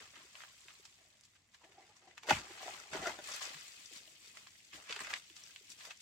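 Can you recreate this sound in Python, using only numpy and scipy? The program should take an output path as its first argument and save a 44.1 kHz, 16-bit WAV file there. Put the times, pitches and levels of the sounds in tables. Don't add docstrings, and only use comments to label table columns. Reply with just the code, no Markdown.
import sys
import numpy as np
from scipy import signal
from scipy.fft import rfft, irfft
from scipy.io import wavfile

SR = 44100
rng = np.random.default_rng(int(sys.argv[2]) if len(sys.argv) > 2 else 0)


def transcribe(u):
    v = np.clip(np.atleast_2d(u).T, -1, 1)
    q = np.round(v * 32767).astype(np.int16)
    wavfile.write(sys.argv[1], SR, q)


N = 265041
TIME = np.arange(N) / SR

# start t/s, length t/s, raking level/dB, fine soil let go level/dB, lumps let go level/dB
FINGER_STROKES = [(0, 0.0018, -55.5, -63.5, -65), (0.13, 0.047, -59, -76, -72),
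                  (0.317, 0.13, -62, -67, -99), (0.68, 0.022, -63, -73.5, -88), (1.55, 0.95, -70, -85, -81),
                  (2.26, 0.11, -45, -51.5, -54), (2.435, 0.38, -56, -64, -74),
                  (2.599, 0.15, -54, -61, -68.5), (2.906, 0.097, -47.5, -59, -52.5),
                  (3.018, 0.089, -49.5, -55, -57.5), (3.208, 0.17, -51.5, -54.5, -69),
                  (3.404, 0.033, -46.5, -50, -68), (3.915, 0.058, -76, -57, -68.5),
                  (4.186, 0.11, -69.5, -64.5, -75.5), (4.322, 0.1, -65, -71, -75),
                  (4.722, 0.044, -61, -59.5, -67.5), (4.764, 0.13, -60.5, -73.5, -89),
                  (4.888, 0.033, -49, -66, -63), (5.0, 0.022, -50.5, -58, -61),
                  (5.085, 0.03, -52.5, -54.5, -69.5), (5.149, 0.026, -65, -56.5, -91),
                  (5.317, 0.19, -66, -64, -80.5), (5.686, 0.0215, -79, -59, -72.5),
                  (5.765, 0.11, -60.5, -60.5, -79), (5.995, 0.021, -91, -57, -89)]
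# f/Hz, level/dB
GRIT_COLOUR = [(300, -18.5), (700, -8), (2000, -5), (3500, -15), (6500, -10), (8000, -17.5), (10000, -14),
               (15000, -14)]


def from_db(db):
    return 10 ** (np.asarray(db) / 20)


def rms_one(x):
    return x / np.sqrt(np.mean(x ** 2) + 1e-20)


def in_time(rows):
    s, *columns = np.transpose(rows)
    return [np.interp(TIME, s, column) for column in columns]


def at_hz(points, hz):
    known_hz, values = np.transpose(points)
    return np.interp(np.log(hz), np.log(known_hz), values)


def butter(x, hz, kind, order=2):
    sos = signal.butter(order, np.clip(hz, 10, .45 * SR), kind, fs=SR, output="sos")
    return signal.sosfilt(sos, x + 1e-18)


def resonance(x, hz, width_hz):
    r = np.exp(-np.pi * width_hz / SR)
    feed = np.array([1, 0, -1]) * (1 - r * r) / 2
    feedback = [1, -2 * r * np.cos(2 * np.pi * hz / SR), r * r]
    return signal.lfilter(feed, feedback, x + 1e-18)


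def body(x, modes):
    return sum((-1) ** k * from_db(db) * resonance(x, hz, width) for k, (hz, width, db) in enumerate(modes))


def coloured(x, spectrum):
    size = 2048
    level_db = at_hz(spectrum, np.fft.rfftfreq(size, 1 / SR) + 1)
    cepstrum = irfft(np.log(from_db(level_db)))
    cepstrum[1:size // 2] *= 2
    cepstrum[size // 2 + 1:] = 0
    response = irfft(np.exp(rfft(cepstrum)))
    return signal.oaconvolve(x, response[None], axes=1)[:, :x.shape[1]]


def add(out, s, sound):
    start = int(round(s * SR))
    out[:, start:start + sound.shape[1]] += sound[:, :N - start]


def panned(x, left_db):
    return x * from_db(np.array([[left_db], [-left_db]]) / 2)


def two_ports(pair, apart_hz, width=0.62):
    side = width * butter(pair[1], apart_hz, "high")
    return np.array([pair[0] + side, pair[0] - side])


def microcracks(size, per_s, spread_db):
    born = rng.random((2, size)) < per_s / SR
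    sign = rng.choice([-1, 1], (2, size))
    return born * sign * from_db(spread_db * np.minimum(rng.exponential(1, (2, size)), 3.5))


def gesture(age_s, length_s, attack_share, t60):
    attack = np.sin(np.pi / 2 * np.clip(age_s / (attack_share * length_s), 0, 1))
    return attack * from_db(-60 * np.clip((age_s - length_s) / t60, 0, 2))


def wander(size, rate_hz):
    settle = SR // 4
    return rms_one(butter(rng.standard_normal(size + settle), rate_hz, "low")[settle:])


def glide(pair, speed):
    return np.array([np.interp(np.cumsum(speed), np.arange(pair.shape[1]), side) for side in pair])


def outdoor_air():
    # f/Hz, level/dB
    air_colour = [(30, -15.5), (85, -2.5), (200, -7.5), (450, -18), (800, -16.5), (1400, -22),
                  (2100, -13.5), (3000, -27), (7500, -17.5), (10000, -36), (15000, -38.5)]
    air = coloured(two_ports(rng.standard_normal((2, N)), apart_hz=500), air_colour)
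    draught = butter(rng.standard_normal((2, N)), [35, 130], "band")
    return from_db(-76) * rms_one(air) + from_db(-93) * rms_one(draught)


def grains(per_s, spread_db, spectrum, octaves, lead_s, scatter_s):
    band_edges = np.geomspace(31.25, 16000, 19)
    lowest_hz, highest_hz = spectrum[0][0], spectrum[-1][0]
    at = np.flatnonzero(rng.random(N) < per_s / SR)
    size = from_db(spread_db * np.minimum(rng.exponential(1, N)[at], 4))
    pitch = rng.uniform(np.log2(lowest_hz) - 1, np.log2(highest_hz) + 1, N)[at]
    lead = (lead_s + scatter_s * rng.uniform(-1, 1, N))[at]
    arrivals = at, np.clip(at + np.round(lead * SR).astype(int), 0, N - 1)
    out = np.zeros((2, N))
    for low, high in zip(band_edges, band_edges[1:]):
        share = np.exp(-((np.log2(low * high) / 2 - pitch) / octaves) ** 2) * rng.choice([-1, 1], N)[at]
        if high > lowest_hz / 2 and low < highest_hz * 2:
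            impulses = np.array([np.bincount(a, size * share, N) for a in arrivals])
            out += butter(impulses, [low, high], "band")
    return rms_one(coloured(out, spectrum))


def debris_db(levels_db, t60, runoff_db):
    # t/s, level/dB
    running_soil = [(0.0, -66), (0.42, -64), (0.75, -65.5), (1.3, -74.5), (1.44, -79), (1.62, -73),
                    (2.24, -82), (2.41, -68), (2.49, -61), (3.05, -65), (3.18, -63), (3.43, -54),
                    (4.14, -64), (4.55, -64.5), (4.68, -65.5), (4.99, -62), (5.2, -65.5), (5.67, -64),
                    (6.01, -66.5)]
    power = from_db(in_time(running_soil)[0] + runoff_db) ** 2
    for (start_s, length_s, *_), level_db in zip(FINGER_STROKES, levels_db):
        stroke = gesture(TIME - start_s, length_s, attack_share=0.43, t60=t60)
        power = power + (from_db(level_db) * stroke) ** 2
    return 10 * np.log10(power)


def soil():
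    # t/s, share (0-1)
    slide_curve = [(2.35, 0.1), (2.6, .6), (3.1, 0.54), (3.3, 0.7), (3.9, 0.87), (4.4, 0.47)]
    # f/Hz, level/dB
    raking_colour = [(250, -33.5), (600, -9), (1100, -3.5), (1700, -1.5), (2600, -3.5), (4000, -9.5),
                     (8000, -12), (15000, -28.5)]
    clod_colour = [(300, -13), (600, -2), (1200, -2.5), (2000, -3), (3500, -11.5)]
    trickle_colour = [(900, -20.5), (1500, -13), (2200, -3.5), (4000, -3.5), (6000, -6), (8000, -3.5),
                      (9500, -6.5), (12000, -7.5), (15500, -8)]
    tumbling_colour = [(35, -7), (80, 0), (160, -1.5), (350, 2), (600, -6), (1000, -3.5), (2000, -16.5)]

    _, _, coarse_db, fine_db, lumps_db = np.transpose(FINGER_STROKES)
    raking_db = debris_db(coarse_db, t60=0.47, runoff_db=-5)
    trickle_db = debris_db(fine_db, t60=0.19, runoff_db=-1.5)
    tumbling_db = debris_db(lumps_db, t60=0.57, runoff_db=-18.5)
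    sliding, = in_time(slide_curve)

    thinning = np.clip((-60.0 - raking_db) / 10, 0, 1) * np.interp(TIME, [2.3, 3.5], [.2, 1])
    raking = grains(1400, 2.1, raking_colour, octaves=1.74, lead_s=0.00046 * sliding, scatter_s=.00025)
    raking = np.sqrt(1 - thinning) * raking + np.sqrt(thinning) * butter(raking, 2300, "high")
    raking = from_db(raking_db - 1.5) * raking

    clods = grains(130, 2.2, clod_colour, octaves=.7, lead_s=.0002, scatter_s=.0003)
    clods = from_db(raking_db - 10.5) * (1 - thinning) * clods

    flow = from_db(.6 * (trickle_db - np.mean(trickle_db)))
    trickle = grains(3800 * flow, 1.3, trickle_colour, octaves=1.0, lead_s=0.00037, scatter_s=.00025)
    trickle = from_db(trickle_db + 2.5) * rms_one(trickle / np.sqrt(flow))
    crumbs = grains(260, 2.9, trickle_colour, octaves=.45, lead_s=.0002, scatter_s=.0004)
    crumbs = from_db(trickle_db - 2.5) * crumbs

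    tumbling = grains(600, 1.9, tumbling_colour, octaves=0.96, lead_s=0.00016 * sliding, scatter_s=0.00028)
    tumbling = from_db(tumbling_db - 1.5) * tumbling

    patter = spatters(rise_s=0.0012, width=0.74)
    lean = from_db(np.outer([1, -1], 0.54 + 2.7 * sliding) / 2)
    return (raking + clods + trickle + crumbs + patter) * lean + tumbling


def thuds(swell_cycles, width):
    # t/s, level/dB, pitch of the body f/Hz
    knocks = [(.003, -60.5, 440), (.171, -63.5, 307), (0.244, -66, 376), (0.649, -67.5, 352),
              (0.794, -65, 360), (1.617, -56, 1000), (1.689, -64, 380), (2.296, -40, 406),
              (2.305, -22.5, 836), (2.3067, -20.5, 1473), (2.32, -39.5, 259), (2.361, -51, 219),
              (2.502, -51.5, 361), (2.629, -43.5, 690), (2.679, -36.5, 750), (2.948, -38.5, 352),
              (3.024, -47.5, 364), (3.067, -41, 359), (3.108, -57, 334), (3.185, -50.5, 366),
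              (3.497, -67, 292), (3.545, -61.5, 154), (3.784, -71, 300), (3.911, -59.5, 320),
              (4.072, -63.5, 645), (4.268, -70, 400), (4.734, -62.5, 337), (4.768, -76, 401.4),
              (4.835, -71, 520), (4.898, -49, 447), (4.963, -55, 410), (5.006, -58.5, 433),
              (5.302, -63, 310), (5.606, -65.5, 376), (5.907, -64, 690)]
    out, t = np.zeros((2, N)), TIME[:SR // 3]
    for s, level_db, hz in knocks:
        age = t * hz / swell_cycles
        push = age * np.exp(1 - age)
        force = push * two_ports(rng.standard_normal((2, len(t))), apart_hz=800)
        thud = resonance(resonance(force, hz, width * hz), hz, 55 + 0.033 * hz)
        thud = panned(rms_one(thud), left_db=2.8 * min(hz / 900, 1) ** 2)
        add(out, s, from_db(level_db) * thud * np.sqrt(np.mean(push ** 2)))
    return out


def snaps(splinter_t60, warning_s, parting_s, scatter, softness):
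    # t/s, level/dB, pitch f/Hz,
    # width of the ring (share of its pitch), splinter level/dB, grit level/dB
    fibres = [(.0573, -41, 2610, 0.63, -22, -8), (.157, -38, 2320, .5, -7, -8),
              (.181, -42, 2200, 0.55, -9, -10), (.217, -39.5, 2320, 0.21, -16, -18),
              (0.3535, -31, 2620, 0.18, -26, -22), (0.405, -35, 1630, 0.54, -21, -9),
              (0.4195, -32, 1790, 0.73, -8, -12), (0.4368, -33.5, 1230, 0.54, -17, -9),
              (0.6837, -32, 2380, 0.3, -24, -16), (0.7053, -39.5, 2020, .6, -15, -8),
              (0.854, -33, 4080, 1, -1.5, 0), (1.2103, -35.5, 7500, 0.65, -28, -1),
              (1.2535, -36.5, 5460, 0.94, -5, -10), (1.358, -57, 2160, 0.24, 8.5, -3),
              (1.546, -45, 2240, 0.94, 6, 4.5), (1.642, -46, 2030, .15, -3, -18),
              (1.721, -47.5, 1890, 0.75, -2, -6), (1.826, -50.5, 2100, 0.082, -4, -19),
              (1.968, -42.5, 6200, 0.13, -2, -3), (2.111, -46, 2000, 0.061, -13, -30),
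              (2.179, -27.5, 2116, 0.48, -9, 0), (2.2339, -26.5, 2790, 0.31, -9, 4),
              (2.306, -14.5, 2400, 1, -16, -5), (2.3605, -30, 1500, 0.67, -12, -6),
              (2.3875, -28, 2500, .8, -5, -5), (2.9345, -25, 2170, 0.55, -5, -13),
              (2.971, -26.5, 970, 0.23, -16, -16), (3.071, -18.5, 5700, 0.38, -10, -6),
              (3.294, -34, 1440, 0.1, -13, -24), (3.323, -27, 2330, 0.56, -14, -9),
              (3.3647, -30, 1900, 0.93, -3, -5), (3.428, -34, 1930, .6, -7, -11),
              (3.495, -26.5, 3560, 0.67, -11, -12), (3.5444, -28, 2660, 1, -16, -10),
              (3.575, -36, 2300, 0.44, -15, -28), (3.8593, -30.5, 5600, 0.2, -12, -23.5),
              (4.372, -27.5, 1910, 1, -9, 3), (4.4207, -48, 1100, 0.76, -10, -4),
              (4.47, -31, 1500, 1, -20, 3.5), (4.733, -39, 1760, 0.15, -1.5, -25),
              (4.759, -44, 1760, .2, -6, -18), (4.87, -39, 2240, .5, -13, -12),
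              (4.8958, -29, 2200, 0.42, -0.5, -20), (4.9088, -24.5, 2880, 0.34, -7, -16),
              (4.9257, -18, 2600, 0.45, -14, -16), (4.963, -23.5, 1940, 0.77, -4.5, -13),
              (4.9921, -27, 1780, 0.2, -8.5, -9), (4.9913, -30, 8100, 0.055, -23, -30),
              (5.004, -30.5, 8200, 0.033, -22, -30), (5.0063, -25.5, 1750, 0.26, -3.5, -13),
              (5.019, -32, 1900, .4, -7, -12), (5.0471, -26.5, 1880, 0.32, -4.5, -8),
              (5.0715, -26, 1720, 0.29, -5.5, -12), (5.105, -27.5, 1610, 0.35, -2, -11),
              (5.1319, -24, 1700, .5, -14, -11), (5.138, -13.5, 2120, 0.41, -21, -24),
              (5.1615, -33, 2000, 0.57, -1, -14), (5.183, -37, 7940, 0.099, -10, -21),
              (5.3, -37, 2900, 0.3, -7, -14), (5.366, -30, 4270, 0.6, -3, -4),
              (5.4372, -32.5, 5630, 0.15, -23, -18), (5.498, -47, 1600, 0.07, -16, -24),
              (5.5608, -26.5, 2720, 0.28, -30, -26), (5.8526, -29, 2750, 0.78, 0.5, 10),
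              (5.909, -28.5, 2110, 0.53, -2, -6)]
    out, before = np.zeros((2, N)), SR // 50
    t = TIME[:SR // 8] - TIME[before]
    away_s = np.abs(t)
    strain = np.where(t < 0, np.exp(-away_s / warning_s), from_db(-60 * away_s / splinter_t60))
    for s, level_db, hz, width, splinter_db, grit_db in fibres:
        splinters = rms_one(two_ports(microcracks(len(t), 8300, 2.13), apart_hz=900, width=0.68))
        strands = microcracks(len(t), 1500, 0.28) * (t > 0) * np.exp(-away_s / parting_s)
        crackle = from_db(splinter_db - 18.5) * strain * splinters + from_db(-6.5) * strands
        force = np.vstack([t == 0, crackle])
        ring = butter(resonance(force[:1], hz, width * hz), hz / softness, "low")
        chips = resonance(force[1:], hz, (width + scatter) * hz) * np.sqrt(width / (width + scatter))
        crack = np.vstack([ring, chips]) + from_db(grit_db) * coloured(force, GRIT_COLOUR)
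        crack = butter(butter(crack, 740, "high"), 13930, "low")
        click, spray = crack[0], crack[1:]
        add(out, s + t[0], from_db(level_db - 7.5) * (click + spray) / np.abs(click).max())
    return out


def spatters(rise_s, width):
    # t/s, level/dB, t60 t/s, centre of the patter f/Hz
    landings = [(.155, -55, .12, 2200), (0.704, -59, 0.062, 2600), (1.234, -57.5, .07, 5000),
                (2.622, -43.5, 0.076, 3000), (3.238, -46.5, 0.088, 5500), (3.316, -37, 0.045, 4960),
                (3.336, -39.5, 0.11, 5000), (3.426, -45.5, 0.15, 4500), (3.956, -50, 0.19, 4000),
                (5.701, -43.5, 0.057, 5430), (5.716, -43.5, 0.055, 7000), (5.805, -46, 0.053, 2180),
                (5.833, -61, .05, 2800)]
    out, t = np.zeros((2, N)), TIME[:SR // 4]
    for s, level_db, t60, hz in landings:
        crumbs = two_ports(microcracks(len(t), 2200, 1.7), apart_hz=900)
        patter = rms_one(resonance(crumbs, hz, width * hz))
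        add(out, s, from_db(level_db - 2.5 - 60 * t / t60) * (1 - np.exp(-t / rise_s)) * patter)
    return out


def rubbing(waver, catch_db):
    # start t/s, length t/s, level/dB, pitch (factor on the resonances)
    bed_slips = [(0.981, 0.04, -75, 0.86), (1.048, .03, -75.5, 0.9), (1.113, 0.045, -78, 0.79),
                 (1.603, 0.038, -66, 1.21), (1.633, 0.024, -65, 0.89), (1.649, 0.27, -72, 1.01),
                 (1.778, 0.034, -63.5, 0.96), (1.809, 0.025, -74, 0.9), (1.976, 0.15, -75.5, 0.97),
                 (2.019, 0.017, -65, 0.94), (2.069, 0.022, -66, 0.95), (2.231, 0.031, -58, 1.14),
                 (2.394, 0.55, -64, 1.055), (2.607, 0.018, -55.5, 1.02), (2.653, 0.048, -51, 0.99),
                 (4.031, 0.11, -78, 0.81)]
    # f/Hz, width f/Hz, level/dB
    rub_modes = [(370, 55, -6), (780, 60, 0), (1400, 300, -24), (2060, 110, -11.5)]
    out = np.zeros((2, N))
    for s, length_s, level_db, pitch in bed_slips:
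        cracks = two_ports(microcracks(SR, 600, 2.4), apart_hz=1300)
        bend, grip = wander(SR, rate_hz=25), wander(SR, rate_hz=45)
        ringing = rms_one(glide(body(cracks, rub_modes), pitch * (1 + waver * bend)))
        crackle = from_db(-10.5) * rms_one(butter(cracks, [1800, 7000], "band"))
        pull = gesture(TIME[:SR], length_s, attack_share=0.18, t60=0.12)
        pull = pull * rms_one(from_db(catch_db * grip))
        add(out, s, from_db(level_db) * pull * (ringing + crackle))
    return out


def breaks(rise_s, detune):
    # t/s, level/dB, t60 t/s, pitch of the piece f/Hz, slab level/dB
    failures = [(2.2734, -41.5, 0.048, 900, -16), (2.2866, -30, 0.037, 895, 5),
                (2.2934, -26, 0.07, 2000, -8.5), (2.3058, -26, 0.023, 2530, -1),
                (2.308, -18, 0.02, 810, -3.5), (2.3224, -32, 0.083, 2340, -8), (2.932, -39, 0.077, 695, 12),
                (2.944, -40.5, 0.092, 360, 3), (2.954, -39, .05, 945, -11), (2.988, -49, .2, 665, 7),
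                (3.018, -44, 0.44, 744, -1), (3.056, -38, .1, 1290, 4), (3.067, -33.5, 0.075, 636, -6),
                (3.071, -36, 0.068, 1900, -2), (3.093, -39, 0.043, 940, -8), (3.132, -48, 0.035, 553, -6),
                (3.1876, -44.5, 0.066, 820, -4.5), (3.287, -49.5, 0.071, 1400, 2),
                (3.338, -51, 0.03, 1110, -6), (3.35, -47, 0.043, 1500, 2), (3.441, -54, 0.078, 760, -10),
                (3.5, -63, 0.028, 805, -11), (4.369, -61, 0.04, 970, 2), (4.777, -58.5, .09, 640, -6),
                (4.79, -65, 0.054, 1150, -6), (4.963, -49, 0.056, 840, -7), (5.006, -47, .035, 900, -8),
                (5.076, -52, 0.043, 720, -8), (5.101, -51, 0.041, 714, -8), (5.869, -57, 0.15, 676, -7)]
    # f/Hz, width f/Hz, level/dB
    slab_modes = [(614, 50, -2), (820, 68, -0.5), (1408, 81, -3), (2015, 46, -2.5), (2585, 1300, -24.5)]
    out, t = np.zeros((2, N)), TIME[:SR // 4]
    for s, level_db, t60, hz, slab_db in failures:
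        surge = from_db(-60 * t / t60) * (1 - np.exp(-t / rise_s))
        force = two_ports(microcracks(len(t), 9000, 0.67), apart_hz=1500) * surge
        piece = rms_one(resonance(force, hz, 0.2 * hz))
        grit_db = -9.5 + 0.5 * np.log2(10 * t60)
        grit = rms_one(coloured(force, GRIT_COLOUR))
        pitch = 1 + detune * rng.uniform(-0.93, 1)
        slab = rms_one(body(force, [(mode_hz * pitch, width, db) for mode_hz, width, db in slab_modes]))
        crunch = piece + from_db(slab_db) * slab + from_db(grit_db) * grit
        add(out, s, from_db(level_db) * rms_one(crunch) * np.sqrt(np.mean(surge ** 2)))
    return panned(out, left_db=1.0)


def slump(s, level_db, start_hz, end_hz, sink_s, rise_s, t60):
    out, t = np.zeros((2, N)), TIME[:SR // 4]
    force = two_ports(rng.standard_normal((2, len(t))), apart_hz=1500)
    boom = butter(force, [.6 * start_hz, 1.4 * start_hz], "band")
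    hz = end_hz + (start_hz - end_hz) * np.exp(-t / sink_s)
    push = from_db(-60 * t / t60) * (1 - np.exp(-t / rise_s))
    thump = rms_one(push * glide(boom, hz / start_hz))
    add(out, s, from_db(level_db) * thump * np.sqrt(np.mean(push ** 2)))
    return out


def bank(x, near_t60, far_t60, far_db, wet_db, count=6):
    t, wet = TIME[:SR // 6], np.zeros((2, N))
    spot = TIME * 45
    near, far = from_db(-60 * t / near_t60), from_db(far_db - 60 * t / far_t60)
    fading = np.hypot(near, far) * (t > .0006)
    for k in range(count):
        here = np.sqrt(np.clip(1 - np.abs((spot - k) % count - 1), 0, 1))
        tail = two_ports(rng.standard_normal((2, len(t))), apart_hz=690, width=0.91) * fading
        tail = butter(tail, 740, "high") / np.sqrt(np.sum(tail ** 2) / 2)
        wet += signal.oaconvolve(x * here, tail, axes=1)[:, :N]
    return x + from_db(wet_db) * wet


def scene():
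    digging = soil()
    digging = digging + thuds(swell_cycles=0.88, width=0.39)
    digging = digging + snaps(splinter_t60=0.063, warning_s=0.0066, parting_s=0.0016,
                              scatter=.35, softness=0.35)
    digging = digging + rubbing(waver=.06, catch_db=2.0)
    digging = digging + breaks(rise_s=0.00036, detune=.05)
    digging = digging + slump(s=2.309, level_db=-33.5, start_hz=450, end_hz=76,
                              sink_s=.012, rise_s=0.0037, t60=0.17)
    return bank(digging, near_t60=.02, far_t60=0.1, far_db=-9.5, wet_db=-1.5) + outdoor_air()


def record(dry):
    heard = coloured(butter(dry, 37, "high"), [(100, 0.5), (8000, -0.5), (9200, -8.0), (15000, -12.0)])
    left = coloured(heard[:1], [(2000, 0.41), (6500, 0.795), (9000, -1.16)])
    heard = np.vstack([left, heard[1:]])
    return signal.sosfilt(signal.ellip(10, .2, 70, 15900, fs=SR, output="sos"), heard)


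dry = scene()
out = record(dry)
transcribe(out)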